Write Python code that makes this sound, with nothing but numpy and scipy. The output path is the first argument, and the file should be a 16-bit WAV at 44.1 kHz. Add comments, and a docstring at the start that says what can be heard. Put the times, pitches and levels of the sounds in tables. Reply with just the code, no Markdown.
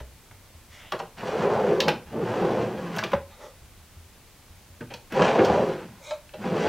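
"""Room rumble and hiss come first, with a catch click and a floor thud; then more clicks and a finger brush.
From about one second plywood pantry shelves roll out and in on steel ball slides in a small kitchen.
Random jolts, contact bursts and fine grit excite the modes of shelf, bottom panel, rail and wooden front;
shifting feet are decaying sines. A diffuse echo tail follows all but the floor thuds and noise."""
import sys
import numpy as np
from scipy import signal
from scipy.fft import rfft, irfft
from scipy.io import wavfile
from scipy.ndimage import uniform_filter1d

SR = 44100
rng = np.random.default_rng(int(sys.argv[2]) if len(sys.argv) > 2 else 0)


def unload_audio(sound):
    """Save the sound as a 16-bit wav file, at the path given as the first command line argument."""
    columns = np.transpose(np.atleast_2d(sound))
    # keep every value between -1 and 1, then stretch to whole-number steps
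    steps = np.round(np.clip(columns, -1, 1) * 32767)
    wavfile.write(sys.argv[1], SR, steps.astype(np.int16))


N = 294720
T = np.arange(N) / SR


def undb(db):
    """Level definition: amplitude ratio of a level in dB."""
    return np.exp(np.asarray(db) * np.log(10) / 20)


def unit(x):
    """Normalisation to unit rms."""
    return x / np.sqrt(np.mean(x ** 2))


def walk(rate):
    """Low-pass random fluctuation: values held about 1 / rate s, smoothed twice; spread near 1."""
    hold_ms = int(1000 / rate)
    held = np.repeat(rng.standard_normal(N * 1000 // SR // hold_ms + 2), hold_ms)
    smooth = uniform_filter1d(uniform_filter1d(held, hold_ms), hold_ms)
    return 1.21 * np.interp(T * 1000, np.arange(len(smooth)), smooth)


MODE_FALL_DB = 12  # weakening of a mode one octave from the favoured frequency


def ring(x, modes, drift_db=0., rate=6, near_hz=None):
    """Modal superposition: parallel resonances, scaled so that steady modes keep the level of white noise.

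    Each mode may drift on its own; near_hz is a moving frequency that favours the modes around it."""
    out, power = 0, 0
    for k, (hz, width, db) in enumerate(modes):
        b, a = signal.iirpeak(hz, hz / width, fs=SR)
        drive = x
        if near_hz is not None:
            drive = x * undb(-MODE_FALL_DB * np.log2(hz / near_hz) ** 2)
        gain = undb(db + drift_db * walk(rate))
        out = out + (-1) ** k * gain * signal.lfilter(b, a, drive)  # alternating sign
        power += undb(2 * db) * np.pi * width / SR
    return out / np.sqrt(power)


def soften(x, hz):
    """Finite contact time: a contact that lasts a while pushes little above hz."""
    return signal.lfilter(*signal.butter(2, min(hz, SR / 3), fs=SR), x)


def favour(x, hz, q):
    """Point excitation: the spot that is struck drives the modes near hz hardest."""
    return signal.lfilter(*signal.iirpeak(hz, q, fs=SR), x)


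def bumps(rate, scatter_db):
    """Random impulse train: jolts of power-law size, rate per second on average, unit rms."""
    when, size, sign = rng.random((3, N))
    heights = undb(-scatter_db * np.log(size + 1e-9))
    return unit((when < rate / SR) * heights * np.sign(sign - .5))


def rattle(ms, rise_ms):
    """Noise burst: contacts that gather, chatter for a moment, then die quickly."""
    t_ms = np.arange(SR // 8) * 1000 / SR
    fall = np.exp(-(t_ms / max(ms, 1)) ** 1.57)
    return rng.standard_normal(len(t_ms)) * fall * np.minimum(t_ms / max(rise_ms, .2), 1)


def coloured(points):
    """Spectral shaping: white noise weighted to a given spectrum, unit rms."""
    hz, db = np.transpose(points)
    f = np.maximum(np.arange(N // 2 + 1) * SR / N, 1)
    weights = undb(np.interp(np.log(f), np.log(hz), db))
    return unit(irfft(rfft(rng.standard_normal(N)) * weights, N))


# spectrum common to both ports: f/Hz, relative density level/dB
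SHARED_NOISE = [(12, -58), (20, -11), (91, -11.5), (198, -20), (255, -22.5), (422, -25), (590, -25.5),
                (780, -26.5), (1190, -28), (1710, -30), (2080, -29.5), (5000, -34), (10800, -37),
                (16000, -39.5)]
SHARED_NOISE_DB = -52.7


def shared_noise():
    """Stationary coherent noise: the rumble and hiss alike at both ports."""
    return undb(SHARED_NOISE_DB) * coloured(SHARED_NOISE)


# spectrum of the noise opposite in the two ports: f/Hz, relative density level/dB
OPPOSED_NOISE = [(12, -39), (20, 9), (74, -5), (138, -9), (241, -15.5), (301, -13), (923, -20), (4670, -14),
                 (16000, -14.5)]
OPPOSED_NOISE_DB = -59


def opposed_noise():
    """Stationary antiphase noise: added at one port, subtracted at the other."""
    return undb(OPPOSED_NOISE_DB) * coloured(OPPOSED_NOISE)


# modes of bottom panel, shelf, steel rail and bare contact tick: f/Hz, width/Hz, relative level/dB
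PANEL = [(114.8, 15.7, -3), (144, 52.6, -3), (213.8, 68, 0), (249.2, 20, -5)]
SHELF = [(304, 116, -7), (372, 56, 1), (428, 33, 1), (478, 35.4, 3.5), (530, 73, -2), (620, 79, 0),
         (642, 383, -5.5), (770, 120, -9.5), (884.5, 40, 1), (937, 374, 0), (1074, 233, 1.5),
         (1320, 3500, -11.5)]
RAIL = [(1534, 420, 5), (2053, 130, 5.5), (2570, 990, 1), (3560, 216, 2), (3650, 580, -6), (4900, 170, 1),
        (4970, 1800, -3.5), (8500, 6500, -10.5)]
TICK = [(6700, 1800, -5), (10600, 21000, -18), (15100, 7400, -2)]
# catches, stops and knocks: t/s, shelf level/dB, panel thud level/dB, rail level/dB, tick level/dB
# (drives, before the gain of each part), rattle decay/ms, favoured shelf f/Hz, favoured rail f/Hz
HITS = [(0.0, -42.5, -39, -43, -50, 10, 696, 1780), (0.311, -50, -44.5, -47, -70, 5.1, 1090, 1460),
        (0.919, -29, -36, -31, -45, 8.5, 804, 2600), (0.923, -49, -48, -29, -32, 2, 900, 3970),
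        (0.93, -31.5, -38, -37, -60, 13, 480, 1500), (0.989, -39.5, -47, -42.5, -53, 12, 900, 5540),
        (0.996, -31.5, -42, -39.5, -56, 10.4, 950, 2080), (1.012, -43, -39.5, -54, -65, 20.6, 520, 1600),
        (1.178, -57, -53, -44.5, -52, 19, 560, 2580), (1.803, -32, -35, -16, -24, 1.9, 460, 3940),
        (1.803, -28, -41, -20, -23, 8.3, 463, 3540), (1.816, -47, -45, -40, -44, 25, 900, 3860),
        (1.89, -38, -44, -18, -33, 2.4, 890, 2410), (1.892, -45, -38, -46, -43, 19, 900, 2760),
        (1.88, -24.5, -30, -18.5, -27, 9.1, 1070, 2500), (2.119, -38.5, -52, -48.5, -53, 18, 342, 1610),
        (2.961, -38, -38, -38.5, -29, 9.9, 875, 2940), (2.969, -31, -43, -42, -50, 8.94, 910, 1600),
        (2.983, -35, -39, -30.5, -49, 9.3, 500, 4650), (2.988, -43, -36, -25, -36, 6.6, 1010, 1500),
        (3.024, -31, -26, -41, -55, 8.1, 895, 1500), (3.036, -27, -39, -27, -37, 7.9, 392, 2470),
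        (3.116, -35, -37.5, -34, -40, 11.7, 390, 1470), (3.132, -30.5, -27, -30, -44, 13.5, 566, 1600),
        (4.804, -40.5, -30.5, -44, -76, 18.7, 404, 1550), (4.9, -43.5, -58, -44, -70, 30, 607, 1850),
        (4.937, -41, -46, -34.5, -40, 7.3, 1000, 3760), (5.12, -41, -28.5, -33.5, -42, 11.5, 514, 1560),
        (5.218, -16, -20, -21, -48, 8.6, 614, 2140), (5.279, -41, -33, -29, -61, 8.2, 417, 1630),
        (5.387, -20.5, -18, -24.5, -59, 13, 527, 1280), (5.445, -35, -35, -34, -37.5, 15, 530, 4340),
        (6.292, -73, -69, -46, -83, 3, 501, 2500), (6.335, -45, -46, -47, -85, 17, 530, 2580)]
RISE_SHARE, WOOD_RISE_SHARE = 0.25, 0.416  # rise per decay time; wood takes the blow later than steel
SHELF_Q, RAIL_Q = 1.25, 0.8


def hits():
    """Impact excitation: each blow is a short rattle of contacts shared by shelf, panel, rail and tick."""
    push = np.zeros((4, N))
    for s, *db, ms, shelf_hz, rail_hz in HITS:
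        start = int(s * SR)
        chatter = rattle(ms, RISE_SHARE * ms)
        # once the contacts have gathered the wood feels one firm shove
        shove = 0.89 * rattle(ms, WOOD_RISE_SHARE * ms)
        shove[int(max(WOOD_RISE_SHARE * ms, .2) * SR / 1000)] += 3.5
        shelf = favour(shove, shelf_hz, SHELF_Q)
        rail = favour(favour(chatter, rail_hz, RAIL_Q), rail_hz, RAIL_Q)
        shares = undb(db)[:, None] * np.array([shelf, shove, rail, chatter])
        push[:, start:start + len(shove)] += shares[:, :N - start]
    rings = 0
    # modes, gain/dB, contact soft above f/Hz
    parts = [(SHELF, 16.5, 3040), (PANEL, 6.5, 620), (RAIL, 1.5, 7160), (TICK, -4.0, 14000)]
    for drive, (modes, gain_db, soft_hz) in zip(push, parts):
        rings = rings + undb(gain_db) * soften(ring(drive, modes, drift_db=2.0, rate=12), soft_hz)
    # the crack of steel on steel is also heard bare
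    return rings + undb(7.0) * soften(push[2], 5400)


# feet shifting on the floor: t/s, level/dB, f/Hz
STEPS = [(0.009, -34, 62.7), (0.307, -43, 95.4), (0.549, -44, 78), (0.7, -45, 83), (2.056, -41.5, 72),
         (3.05, -43, 127), (3.149, -33.5, 78), (3.248, -41, 82), (3.619, -43.5, 69), (3.773, -45, 80),
         (3.968, -39.5, 82), (4.504, -44, 85), (4.699, -43.5, 87), (4.814, -33.5, 119),
         (5.499, -29.5, 79.5)]
STEP_RISE_S, STEP_T60_S = 0.0038, 0.41


def steps():
    """Damped free vibration: each thump of the floor boards is one low, exponentially decaying sine."""
    out, t = np.zeros(N + SR), T[:SR]
    envelope = np.exp(-np.log(1000) * t / STEP_T60_S) * np.minimum(t / STEP_RISE_S, 1)
    for s, db, hz in STEPS:
        start = int(s * SR)
        out[start:start + SR] += undb(db) * np.sin(2 * np.pi * hz * t) * envelope
    return out[:N]


# modes of a shelf front before the factors of each touch: f/Hz, width/Hz, relative level/dB
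FRONT = [(598, 15, 11), (695, 53, 0), (912, 48, -1), (1076, 77, -2.5), (1276, 36, -1.5), (1600, 72, -6.5),
         (1750, 1430, -14.5), (2196, 38, -1), (2490, 51, -5), (2940, 85, -10), (3870, 89, -3),
         (4920, 200, -8), (6500, 770, -13.5)]
# fingers brushing a front: start t/s, end t/s, drive level/dB, contact soft above f/Hz,
# pitch factor on FRONT, added level of lowest mode (held by the hand)/dB, width factor (resting fingers)
BRUSHES = [(0.725, 0.92, -53, 5030, 0.89, -10, 9), (3.31, 3.35, -57.5, 4500, 0.96, -15, 3),
           (3.422, 3.458, -45, 3600, 0.91, 0.5, 3), (6.044, 6.119, -43.5, 8000, 0.97, 1, 2.4)]
BRUSH_RISE_DB_PER_S, BRUSH_FALL_DB_PER_S = 350, 302


def brushes():
    """Frictional excitation: skin slips over the grain in fine dense grit and rings a shelf front."""
    grit, out = bumps(12000, 2.1), 0
    for start, end, db, soft_hz, pitch, lowest_db, damping in BRUSHES:
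        before_db = BRUSH_RISE_DB_PER_S * np.maximum(start - T, 0)
        after_db = BRUSH_FALL_DB_PER_S * np.maximum(T - end, 0)
        push = soften(grit * undb(db - before_db - after_db), soft_hz)
        modes = [(hz * pitch, width * damping, mode_db + lowest_db * (k == 0))
                 for k, (hz, width, mode_db) in enumerate(FRONT)]
        out = out + ring(push, modes, drift_db=5.5, rate=11.0)
    return out


# one list per travel of a shelf: t/s, rolling drive level/dB (before the gain of each part),
# brightness level/dB, favoured shelf f/Hz
TRAVELS = [
    [(1.17, -51, 9, 500), (1.235, -33.5, 1, 490), (1.36, -29, -2.5, 497), (1.48, -26, -5.5, 540),
     (1.6, -29, -4, 516), (1.67, -23.5, -9.5, 414), (1.77, -33, -6, 440), (1.92, -36.5, -4, 400),
     (2.06, -80, 1, 320)],
    [(2.06, -70, 15.5, 320), (2.15, -35, -9.5, 377), (2.3, -28, -5, 420), (2.5, -29, -5.5, 458),
     (2.6, -29, -6, 490), (2.65, -33.5, -4, 420), (2.79, -38.5, 0, 380), (2.95, -45.5, 7, 347),
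     (3.12, -53, 8, 400)],
    [(5.1, -63, 12, 450), (5.14, -33, 1.5, 450), (5.2, -22.5, -4.5, 525), (5.3, -30, 2.5, 574),
     (5.41, -21, -10, 460), (5.46, -27.5, 0.5, 563), (5.54, -24, -4.5, 580), (5.64, -27.5, -5, 484),
     (5.77, -40, 0, 393), (5.85, -48, -3, 332), (6.0, -77.5, 18, 300)],
    [(6.36, -60, 7.5, 400), (6.45, -35.5, -1.5, 473), (6.54, -27, -6, 455), (6.6, -27, -3.5, 547),
     (6.68, -25.5, -2.5, 490)],
]
# one value per travel: bottom panel drive level against the shelf/dB, at full speed
LOADS = [-7, -4, -6.5, -3.5]
FULL_SPEED_DB, PANEL_PER_LEVEL = -24, -0.47  # the panel sinks less than the shelf as the travel slows
RAIL_DB, UPPER_DB, UPPER_PER_BRIGHT = -12, -7, 1.33  # drives against the shelf; dB per dB of brightness


def rolling():
    """Roughness excitation: balls jolt over the rails; as the support moves, shelf modes trade strength."""
    spans = [(T >= rows[0][0]) & (T < rows[-1][0]) for rows in TRAVELS]
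    moving = sum(spans)
    rows = np.concatenate(TRAVELS)
    level_db, bright_db, near_hz = [np.interp(T, rows[:, 0], rows[:, k]) for k in (1, 2, 3)]
    level = uniform_filter1d(moving * undb(level_db), size=256)
    jolts = bumps(900, 1.67) * undb(1.37 * walk(14)) * level

    lower = ring(jolts, SHELF[:7], drift_db=2.0, rate=9, near_hz=near_hz)
    lower = undb(2.5) * soften(lower, 1010)
    # harder jolts reach the upper modes too
    upper_drive = jolts * undb(UPPER_DB + UPPER_PER_BRIGHT * bright_db)
    upper = soften(ring(upper_drive, SHELF[7:], drift_db=2.5, rate=10), 2500)

    panel_db = sum(span * db for span, db in zip(spans, LOADS))
    panel_db = panel_db + PANEL_PER_LEVEL * (level_db - FULL_SPEED_DB)
    panel = soften(ring(jolts * undb(panel_db), PANEL, drift_db=0.5, rate=7.6), 620)

    grit = bumps(3000, 2.0) * undb(2.2 * walk(30) + RAIL_DB + bright_db) * level
    # rolling contact is softer than a blow, so it tilts the rail towards its low modes
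    grit = signal.lfilter(*signal.butter(1, 1300, fs=SR), grit)
    rail = soften(soften(ring(grit, RAIL), 10000), 10000)

    # balls drop into dents about 200 times a second: many small pushes, all the same way
    dents = favour(soften(np.abs(bumps(200, 0.61)) * level, 1110), 700, 0.9)
    return undb(8.5) * dents + undb(5.0) * (lower + upper) + undb(1.5) * panel + undb(10.5) * rail


# blunt knocks on a front: t/s, peak level/dB, rattle decay/ms, contact soft above f/Hz,
# pitch factor on FRONT, width factor on FRONT, added level of all but the lowest mode/dB
TAPS = [(3.131, -11.5, 5, 910, 0.94, 3.5, -8.5), (6.104, -23.5, 13, 3050, 1.01, 2.7, 1),
        (6.334, -42, 3.94, 2500, 1.01, 2.3, -6)]
TAP_RISE_SHARE, TAP_SHOVE = 0.4, 9.3  # rise per decay time; shove height against the chatter


def taps():
    """Impulse response of a plate: one firm push amid a little chatter sets the whole front ringing."""
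    out = np.zeros(N + SR)
    for s, db, ms, soft_hz, pitch, damping, upper_db in TAPS:
        push = rattle(ms, TAP_RISE_SHARE * ms)
        push[int(TAP_RISE_SHARE * ms * SR / 1000)] += TAP_SHOVE
        push = soften(np.pad(push, (0, SR // 4)), soft_hz)
        rung = 0
        for k, (hz, width, mode_db) in enumerate(FRONT):
            mode_hz, q = hz * pitch, hz / width / damping
            # the blow spreads through the board, so each mode swells in before it fades
            mode = favour(favour(push, mode_hz, q), mode_hz, q)
            rung = rung + undb(mode_db + upper_db * (k > 0)) * mode
        start = int(s * SR)
        out[start:start + len(push)] += undb(db) * rung / np.max(np.abs(rung))
    return out[:N]


ROOM_T60_S, ROOM_DAMP_HZ, ROOM_DB, TAP_ROOM_DB = 0.27, 3320, -6, -8.5


def echoes(x):
    """Diffuse reverberation: close walls and cupboards give a dense short tail whose treble dies first."""
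    t = np.arange(SR // 4) / SR
    noise = rng.standard_normal(len(t)) * np.minimum(t / 0.0056, 1)
    dull = signal.lfilter(*signal.butter(1, ROOM_DAMP_HZ, fs=SR), noise)
    fall = np.exp(-np.log(1000) * t / ROOM_T60_S)
    tail = dull * fall + (noise - dull) * fall ** 1.97
    return signal.oaconvolve(x, tail / np.sqrt(np.sum(tail ** 2)))[:N]


def room(x):
    """Time-varying reverberation: as shelves and body move, sound passes between two echo patterns."""
    place = 3.64 * walk(12)  # radians
    return x + undb(ROOM_DB) * (echoes(x * np.cos(place)) + echoes(x * np.sin(place)))


def scene():
    """Superposition: all sources reach both ports alike; only the opposed noise differs."""
    knocks = taps()
    near = room(hits() + brushes() + rolling()) + knocks + undb(TAP_ROOM_DB) * echoes(knocks)
    mid = near + steps() + shared_noise()
    side = opposed_noise()
    return np.array([mid + side, mid - side])


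TOP_HZ = 15780


def record(dry):
    """Band limitation: the camera cuts the top with a steep elliptic low-pass."""
    return signal.sosfilt(signal.ellip(10, .2, 70, TOP_HZ, fs=SR, output="sos"), dry)


dry = scene()
out = record(dry)
unload_audio(out)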